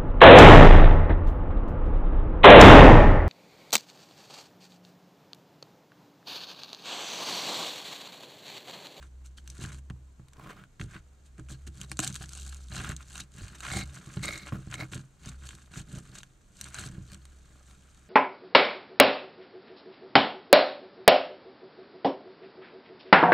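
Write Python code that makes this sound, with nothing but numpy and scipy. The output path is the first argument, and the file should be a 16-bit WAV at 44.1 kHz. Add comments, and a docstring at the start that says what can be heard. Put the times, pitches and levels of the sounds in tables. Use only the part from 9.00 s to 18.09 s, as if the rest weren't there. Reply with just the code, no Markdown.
"""Jam on toast in a tent

Close to a small camera's stereo microphone, a knife scrapes jam over crisp toast on a wooden board.
Crumbs of crust break as clumped clicks that ring the blade and shake the board and table; single
crumbs snap and the board knocks. Underneath, a low hum wavers over a soft hiss."""
import sys
import numpy as np
from scipy import signal
from scipy.fft import rfft, irfft
from scipy.io import wavfile
from scipy.ndimage import uniform_filter1d

SR = 44100
rng = np.random.default_rng(int(sys.argv[2]) if len(sys.argv) > 2 else 0)


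def dump(signal):
    """Clip the signal to [-1, 1] and save it as 16-bit WAV at the path in sys.argv[1]."""
    limited = np.clip(np.atleast_2d(signal).T, -1, 1)
    pcm = np.round(limited * 32767).astype(np.int16)
    wavfile.write(sys.argv[1], SR, pcm)


N = 400869
SHORT = 2048  # samples in a short ring, or between changes of position


def amp(db):
    return 10 ** (np.asarray(db) / 20)


def unit_rms(x):
    return x / np.sqrt(np.mean(x ** 2) + 1e-20)


def unit_peak(x):
    return x / abs(x).max()


def through(x, taps):
    return signal.oaconvolve(x, taps)[:N]


def over_time(rows):
    return np.interp(np.arange(N) / SR, *np.transpose(rows))


def over_pitch(rows, hz):
    row_hz, value = np.transpose(rows)
    return np.interp(np.log(hz + 1), np.log(row_hz + 1), value)


def wander(size):
    """Random drift, smoothed over `size` samples."""
    return unit_rms(uniform_filter1d(uniform_filter1d(rng.standard_normal(N), size), size))


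def colour(spectrum, size=4096):
    """Causal response of energy 1 with the given spectrum."""
    db = over_pitch(spectrum, abs(np.fft.fftfreq(size, 1 / SR)))
    log_gain = np.log(amp(np.maximum(db, -100)))
    taps = np.fft.ifft(np.exp(np.conj(signal.hilbert(log_gain)))).real[:size // 2]
    return taps / np.linalg.norm(taps)


def ring(modes, size=8192):
    """Response of energy 1 of dying modes, cut off an octave below the lowest."""
    t = np.arange(size) / SR
    taps = sum(amp(db) * np.sqrt(width) * np.exp(-np.pi * width * t) * np.sin(2 * np.pi * hz * t)
               for hz, width, db in modes)
    taps = signal.lfilter(*signal.butter(2, 0.5 * modes[0][0], "high", fs=SR), taps)
    return taps / np.linalg.norm(taps)


def detuned(modes, share):
    return [(hz * (1 + share), width, db) for hz, width, db in modes]


def crumbs(per_s, spread_db, clump_db, rub, bite=1):
    """Tiny random breaks of uneven size, coming in clumps over a share of smooth rubbing."""
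    clumps = amp(clump_db * bite * wander(300))
    sizes = amp(spread_db * np.minimum(rng.exponential(1, N), 2.8))
    onsets = rng.random(N) < per_s / SR
    decays = signal.lfilter([1], [1, -np.exp(-1 / (0.00038 * SR))], sizes * onsets)
    breaks = bite * unit_rms(decays * rng.standard_normal(N))
    return clumps * (breaks + rub * rng.standard_normal(N)) / np.hypot(bite, rub)


# Faint hiss and rubbing between scrapes. Each row: time in seconds, level in dB.
PAUSE_FLOOR = [(0.0, -78), (2.3, -76), (3.1, -67), (4.28, -74.5), (5.0, -59), (5.95, -69), (6.12, -74),
               (6.3, -74.5), (7.2, -70), (7.38, -75.5), (7.6, -70.5), (9.09, -68.5)]
# Scrapes, close to the microphone. Each row: start and length in seconds, firmest point from 0 to 1,
# crackle in dB, drag in dB above the crackle, shaking of the board in dB.
SCRAPES = [(0.0, 0.096, 0.25, -61, 1.5, -58.5), (0.231, 0.068, 0.37, -59, -10, -75.5),
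           (0.363, 0.048, 0.3, -53, -9.5, -56), (0.418, 0.21, 0.4, -62, -7, -53.5),
           (0.535, 0.27, 0.35, -49.5, -1, -44.5), (1.334, 0.18, 0.64, -71, 12.5, -52),
           (1.483, 0.075, 0.14, -61.5, 11.5, -54), (1.529, 0.14, 0.42, -69.5, 11, -50.5),
           (1.79, 0.082, 0.14, -53.5, -1, -38.5), (1.858, 0.15, 0.62, -59, 7, -52.5),
           (2.235, 0.067, 0.45, -66, -4, -71), (2.37, 0.062, 0.15, -70.5, 9.5, -43),
           (2.481, 0.089, 0.21, -47.5, -10, -48), (2.662, 0.03, 0.45, -44.5, -3, -42),
           (2.729, 0.13, 0.87, -52.5, -6, -46.5), (2.877, 0.072, 0.66, -52.5, -13, -52),
           (2.978, 0.15, 0.35, -39, -15, -39.5), (3.094, 0.15, 0.48, -55, -24, -56.5),
           (3.187, 0.075, 0.42, -45.5, -15, -51.5), (3.21, 0.55, 0.3, -52, -17, -57.5),
           (3.692, 0.24, 0.26, -43.5, -4.5, -40), (3.78, 0.18, 0.67, -51, 8, -40),
           (3.944, 0.1, 0.8, -57.5, 2.5, -62), (4.034, 0.22, 0.78, -49, -8, -52),
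           (4.308, 0.45, 0.19, -54.5, -3, -53), (4.537, 0.032, 0.6, -47.5, -2.5, -49),
           (4.587, 0.25, 0.37, -46, 2, -52), (4.667, 0.18, 0.62, -37, 1.5, -34),
           (4.881, 0.098, 1, -62.5, 7, -46), (5.083, 0.31, 0.14, -58, 1, -50),
           (5.219, 0.23, 0.02, -43, 7.5, -41.5), (5.435, 0.093, 0.35, -55, 6, -74),
           (5.513, 0.1, 0.16, -70, 12.5, -35.5), (5.689, 0.075, 0.92, -47, 6.5, -47),
           (5.758, 0.11, 0.47, -54, 10.5, -40), (5.911, 0.12, 0, -48.5, -2, -39),
           (6.184, 0.19, 0.55, -54, 1, -49.5), (6.37, 0.31, 0.3, -55, -2.5, -54),
           (6.699, 0.14, 0.58, -48, -3, -44), (6.857, 0.16, 0.78, -53, -1.5, -41),
           (6.996, 0.25, 0.22, -63, -2, -56), (7.123, 0.1, 0.35, -50.5, 0, -54),
           (7.511, 0.11, 0.82, -57, -15, -64), (7.585, 0.16, 0.49, -52, -2, -50),
           (7.698, 0.18, 0.47, -46, -1, -49), (7.781, 0.12, 0.6, -46.5, -0.5, -43.5),
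           (7.87, 0.2, 0.2, -62.5, -1, -46), (8.029, 0.16, 0.69, -60, -0.5, -49.5),
           (8.652, 0.12, 0.4, -61, -8, -72)]


def knife_contact():
    """Amplitudes of crackle, drag, wet smear and shaking: a scrape swells, then eases off."""
    floor_db = over_time(PAUSE_FLOOR)
    power = amp([floor_db, floor_db - 2, floor_db - 12, floor_db + 1.3]) ** 2
    for start, length, firmest, db, drag_db, shake_db in SCRAPES:
        t = np.arange(0, length, 1 / SR)
        firmest_s = np.clip(firmest, .05, .95) * length
        eased = np.interp(t, [0, firmest_s, length], [1, 0, 1]) ** 1.23  # a slightly rounded swell
        touch = np.clip(np.minimum(t, length - t) / 0.012, 0, 1)  # touch-down and lift-off
        soaked = np.clip((drag_db - 8.5) / 4, .12, 3.1)  # the dullest scrapes push thick jam
        crackle = amp(db - 18.5 * eased)
        drag = crackle * amp(drag_db)
        layers = np.array([crackle, drag, drag * soaked, amp(shake_db - 15 * eased)])
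        at = round(start * SR)
        power[:, at:at + len(t)] += (touch * layers) ** 2
    return np.sqrt(power)


# Spells of loose grip. Each row: start and length in seconds, opening ring in dB above the drag.
LOOSE_GRIP = [(4.705, 0.16, 15), (5.207, 0.29, 22), (5.724, 0.13, 13.5)]
# The dragging blade, heard close. Each row: frequency in Hz, relative level in dB.
DRAG_SPECTRUM = [(250, -31.5), (500, -21), (950, -6), (1250, -1), (1480, 3.5), (1750, -2), (2200, -5),
                 (3500, -10), (7000, -37.5)]
# The ring of the blade. Each row: frequency in Hz, width in Hz, relative level in dB.
BLADE_MODES = [(2174, 114, 12.5), (3950, 360, 8.5)]


def blade(drag):
    """A loose grip turns drag into ring, which fades as the grip tightens again."""
    free = np.full(N, amp(-36.5))  # firmly held
    for start, length, db in LOOSE_GRIP:
        size = round(length * SR)
        spell = amp(db + np.linspace(0, -8.0, size)) * signal.windows.tukey(size, .4)
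        free[round(start * SR):][:size] += spell
    held = drag / np.hypot(1, free)
    return through(held, colour(DRAG_SPECTRUM)) + through(free * held, ring(BLADE_MODES))


# A pocket of air under the blade, in the thickest jam. Each row: time in seconds, base pitch in Hz.
AIR_POCKET = [(1.4, 970), (1.6, 1290)]


def squelch(smear, width_hz=220):
    """The smear sounds the shrinking pocket: a rising resonance with a throaty one below it."""
    out, pole = 0, np.exp(-np.pi * width_hz / SR)
    for pitch_ratio, db in ((0.97, 6), (0.4, 0.67)):
        turn = np.exp(2j * np.pi * np.cumsum(pitch_ratio * over_time(AIR_POCKET)) / SR)
        resonance = (turn * signal.lfilter([1 - pole], [1, -pole], smear / turn)).real
        out = out + amp(db) * np.sqrt(2 / (1 - pole)) * resonance
    return out


# The board's hollow upper ring. Each row: frequency in Hz, width in Hz, relative level in dB.
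WOOD_MODES = [(315, 15, 8), (526, 120, 2), (777, 42, -3.5), (1030, 700, 7)]


def wood(smear, crackle, grain):
    """Smearing presses the toast on the wood and rings it; firm pressure brings out one mode."""
    pressure = amp(-1.0) * crackle * np.minimum(crackle / amp(-32.5), 1)
    return through(smear, ring(WOOD_MODES)) + through(pressure * grain, ring(WOOD_MODES[2:3]))


# Low modes of the table (first two rows) and the board on it.
# Each row: frequency in Hz, width in Hz, relative level in dB.
LOW_MODES = [(51, 6.7, -1), (95, 10.4, 0), (131.5, 6.5, 9), (155.3, 12, 7.5), (187.5, 21, 9),
             (246.5, 12.8, 0.5), (324.5, 11, -2.5), (404, 31, -8)]


def board_rumble(shake):
    """The uneven push of the knife shakes board and table."""
    push = shake * crumbs(per_s=200, spread_db=2.5, clump_db=2.0, rub=0.76)
    return through(push, ring(LOW_MODES))


# The ring of the crisp slice. 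Each row: frequency in Hz, width in Hz, relative level in dB.
TOAST_MODES = [(1598, 220, 4), (2860, 510, 3), (4010, 150, 0.5)]


def toast(crackle, scatter=0.087):
    """Breaks ring the slice from five places of different pitch, moving some twenty times a second."""
    breaks = crackle * crumbs(per_s=400, spread_db=5.0, clump_db=5.0, rub=0.27)
    place = np.repeat(rng.integers(0, 5, N // SHORT + 1), SHORT)[:N]
    rings = [ring(detuned(TOAST_MODES, scatter * (k / 2 - 1)), SHORT) for k in range(5)]
    return sum(through(breaks * (place == k), taps) for k, taps in enumerate(rings))


# Breaking crust, heard close. Each row: frequency in Hz, relative level in dB.
CRUST_SPECTRUM = [(1200, -74), (2200, -14.5), (3300, -6.5), (4150, -3.5), (5250, -11), (6250, -2),
                  (8200, -2.5), (11000, -18.5), (12300, -19.5), (16000, -46)]


def scraping():
    """The knife breaks crust and smears jam, sounding blade, wood, board and slice."""
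    crackle, drag, wet, shake = knife_contact()
    bite = np.clip((crackle / amp(-57.5)) ** 0.5, .1, 1)  # a light touch rubs, a firm one breaks crumbs
    bite *= np.clip((amp(-44.5) / crackle) ** 0.6, .35, 1)  # the firmest merges them into a rasp
    fine = crumbs(per_s=700, spread_db=8.5, clump_db=2.5, rub=0.64, bite=bite)
    coarse = 0.22 * fine + 0.84 * crumbs(per_s=600, spread_db=2.0, clump_db=4.0, rub=0.42, bite=bite)
    smear = wet * crumbs(per_s=720, spread_db=5.0, clump_db=4.5, rub=1.0)
    crust = through(crackle * fine, colour(CRUST_SPECTRUM))
    return (crust + blade(drag * coarse) + squelch(smear) + wood(smear, crackle, coarse)
            + board_rumble(shake) + toast(amp(-7.0) * bite * crackle))


# The hum, in the middle of the stereo image. Each row: time in seconds, level in dB.
HUM_LEVELS = [(0.0, -50.5), (0.81, -46.5), (1.15, -53.5), (1.4, -63), (1.6, -93), (1.82, -63), (2.81, -45),
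              (3.88, -45), (4.35, -59.5), (4.89, -42), (5.06, -95), (5.22, -49), (5.95, -58), (6.1, -90),
              (6.25, -46.5), (6.96, -65), (7.44, -83), (7.65, -54.5), (8.6, -57), (9.09, -58)]


def hum(pitch_hz=65.8, waver_hz=1.77, waver_db=2.66):
    """A low tone with a weak octave swells, fades and wavers."""
    waver = wander(3000)
    phase = 2 * np.pi * np.cumsum(pitch_hz + waver_hz * waver[::-1]) / SR
    level = amp(over_time(HUM_LEVELS) + waver_db * waver)
    return np.sqrt(2) * level * (np.sin(phase) + amp(-19.0) * np.sin(2 * phase))


# The steady background at the microphone. Each row: frequency in Hz, relative level in dB.
HISS_SPECTRUM = [(12, -61), (20, 1), (70, -11), (134, -14), (660, -30.5), (5200, -48), (7110, -40.5),
                 (10000, -62), (12200, -50.5), (16000, -66)]


def hiss():
    """Soft noise, heaviest in the bass, independent for mid and side."""
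    taps = colour(HISS_SPECTRUM, size=16384)
    return [amp(-61) * through(noise, taps) for noise in rng.standard_normal((2, N))]


# Single crumbs, close to the microphone.
# Each row: start in seconds, level in dB, dull part in dB above the bright part.
CRUMB_SNAPS = [(0.476, -32, -17), (0.501, -32.5, -41), (0.9, -45.5, 9), (1.284, -45.5, 0),
               (1.3337, -44, -7), (1.638, -51, 7), (1.7972, -53, 18.5), (1.8128, -40, 14),
               (1.8386, -42, -25), (2.381, -51, 1), (2.4867, -46, 1), (2.396, -46.5, 4),
               (2.814, -25.5, -15), (2.916, -21.5, -9), (2.9706, -34, -14), (2.9912, -15.5, -5),
               (3.0015, -18.5, -12), (3.046, -20, -27), (3.0695, -29, -1), (3.076, -17, -21),
               (3.1264, -33, -34), (3.143, -26.5, -35), (3.1549, -22.5, -19), (3.161, -27.5, -6.5),
               (3.228, -33.5, -34), (3.2918, -32.5, -28), (3.3336, -31.5, -32), (3.5453, -35, -33),
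               (3.8313, -54, 2), (3.8457, -43, 17), (3.918, -35, 6), (3.9648, -31, -30), (4.16, -43, -21),
               (4.179, -31.5, -18), (4.201, -42, 6), (4.6049, -30, 2), (4.8124, -36, -29),
               (5.378, -31.5, -16), (5.47, -46.5, 15), (5.741, -27.5, 3), (5.934, -37, 10),
               (6.2588, -35.5, -28), (6.4895, -32, -3), (6.5074, -46, 9), (6.551, -37.5, -13),
               (6.886, -50, -11), (6.9875, -54, -16), (7.232, -34.5, -4), (7.612, -22.5, -13),
               (7.642, -33, -27), (7.744, -27, -5), (7.765, -40, -3), (7.789, -39, 3), (8.118, -38, -15),
               (8.145, -36.5, -24), (8.2537, -41, -3)]


def snaps():
    """A crumb builds for half a millisecond, clicks and splinters, each at its own pitch."""
    bright, out, t = np.zeros(N), np.zeros(N), np.arange(400) / SR
    drag, wood_ring = colour(DRAG_SPECTRUM), ring(WOOD_MODES, SHORT)
    noises = rng.standard_normal((len(CRUMB_SNAPS), len(t)))
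    detunings = 0.174 * rng.uniform(-1.4, 1, len(CRUMB_SNAPS))
    for (start, db, dull_db), noise, detune in zip(CRUMB_SNAPS, noises, detunings):
        burst = 0.3 * noise * amp(-60 * t / 0.0074) * np.minimum(t / 0.00021, 1)
        body = drag + 0.08 * ring(detuned(TOAST_MODES, detune), SHORT) + 0.26 * wood_ring
        dull = signal.oaconvolve(burst, unit_peak(body))
        burst[20] = 1  # the click, in the bright part only
        at = round(start * SR)
        out[at:at + len(dull)] += amp(db + dull_db) * dull
        bright[at:at + len(t)] += amp(db) * burst
    return out + through(bright, unit_peak(colour(CRUST_SPECTRUM)))


# The board knocking on the table, close by.
# Each row: start in seconds, level in dB, hardness as dB of the wood ring above the low ring.
BOARD_KNOCKS = [(0.639, -32.5, -8), (0.904, -31.5, -9.5), (1.196, -42.5, -11), (1.805, -27.5, -23),
                (1.957, -38.5, -13), (2.391, -46, 5), (2.513, -38, -6), (2.67, -41, -23), (2.917, -42.5, 9),
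                (2.993, -32.5, 7), (3.704, -51.5, -41), (4.417, -40, -39), (5.073, -37.5, -11),
                (5.169, -27, -11.5), (5.522, -30, -0.5), (5.672, -32.5, -12), (5.824, -32.5, 0.5),
                (6.265, -42, -25), (6.773, -32.5, -20), (6.931, -37, -14), (7.981, -33, -19)]


def knocks():
    """A rounded, chattering blow rings board and table; its harder edge rings the wood."""
    out, t = np.zeros(N), np.arange(1000) / SR
    table_ring, wood_ring = ring(LOW_MODES[:2]), ring(WOOD_MODES)
    chatters = rng.standard_normal((len(BOARD_KNOCKS), len(t)))
    detunings = 0.092 * rng.uniform(-0.71, 1, len(BOARD_KNOCKS))  # each place has its own pitch
    for (start, db, hard_db), chatter, detune in zip(BOARD_KNOCKS, chatters, detunings):
        blow = t / 0.00063 * np.exp(-t / 0.00045) + 0.26 * chatter * np.exp(-t / 0.01)
        edge = chatter * np.exp(-t / 0.0034)
        thud_db = -15.5 - 0.51 * hard_db  # softer knocks thud the table more
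        knock = unit_peak(signal.oaconvolve(blow, ring(detuned(LOW_MODES[2:], detune))))
        knock += amp(hard_db) * unit_peak(signal.oaconvolve(edge, wood_ring))
        knock += amp(thud_db) * unit_peak(signal.oaconvolve(blow, table_ring))
        span = out[round(start * SR):][:len(knock)]
        span += amp(db) * knock[:len(span)]
    return out


def tent(x, decay_s=0.036):
    """Sparse mid and side reflections off table, hands and cloth; the side shifts as hands move."""
    t = np.arange(SHORT) / SR
    taps = rng.choice([-1, 1], (5, SHORT)) * (rng.random((5, SHORT)) < .06)
    taps = taps * amp(-60 * t / decay_s) * (t > .0008)
    taps /= np.linalg.norm(taps, axis=1, keepdims=True)
    pose = np.repeat(rng.integers(1, 5, N // SHORT + 1), SHORT)[:N]
    return through(x, taps[0]), sum(through(x * (pose == k), taps[k]) for k in range(1, 5))


# Stereo width at the microphone. 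Each row: frequency in Hz, gain of the side signal in dB.
SIDE_GAIN = [(30, -21.5), (70, -24.5), (600, -14), (1000, -9), (8000, -11), (13000, -4)]
# Balance at the microphone. Each row: frequency in Hz, left over right in dB.
BALANCE = [(100, -0.35), (500, -1), (8000, 0.54), (13000, 4)]


def scene():
    """Knife and board close and central, with reflections and hiss spread around them."""
    near = scraping() + snaps() + knocks()
    tent_mid, tent_side = tent(near)
    hiss_mid, hiss_side = hiss()
    hz = np.fft.rfftfreq(N, 1 / SR)
    mid = rfft(near + amp(-9.0) * tent_mid + hum() + hiss_mid)
    side = rfft(tent_side + amp(10.0) * hiss_side) * amp(over_pitch(SIDE_GAIN, hz))
    lean = amp(over_pitch(BALANCE, hz) / 2)
    return irfft(np.array([(mid + side) * lean, (mid - side) / lean]), N)


def record(dry):
    """The microphone housing colours a narrow band, then the recorder cuts the highest treble."""
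    lift_db, lift_hz, width_hz, cutoff_hz = 1.5, 5200, 273, 15800
    hz = np.fft.rfftfreq(N, 1 / SR)
    housed = irfft(rfft(dry) * amp(lift_db * np.exp(-((hz - lift_hz) / width_hz) ** 2)), N)
    lowpass = signal.firwin(511, cutoff_hz, window=("kaiser", 9), fs=SR)
    return signal.oaconvolve(housed, lowpass[None], "same")


dry = scene()
out = record(dry)
dump(out)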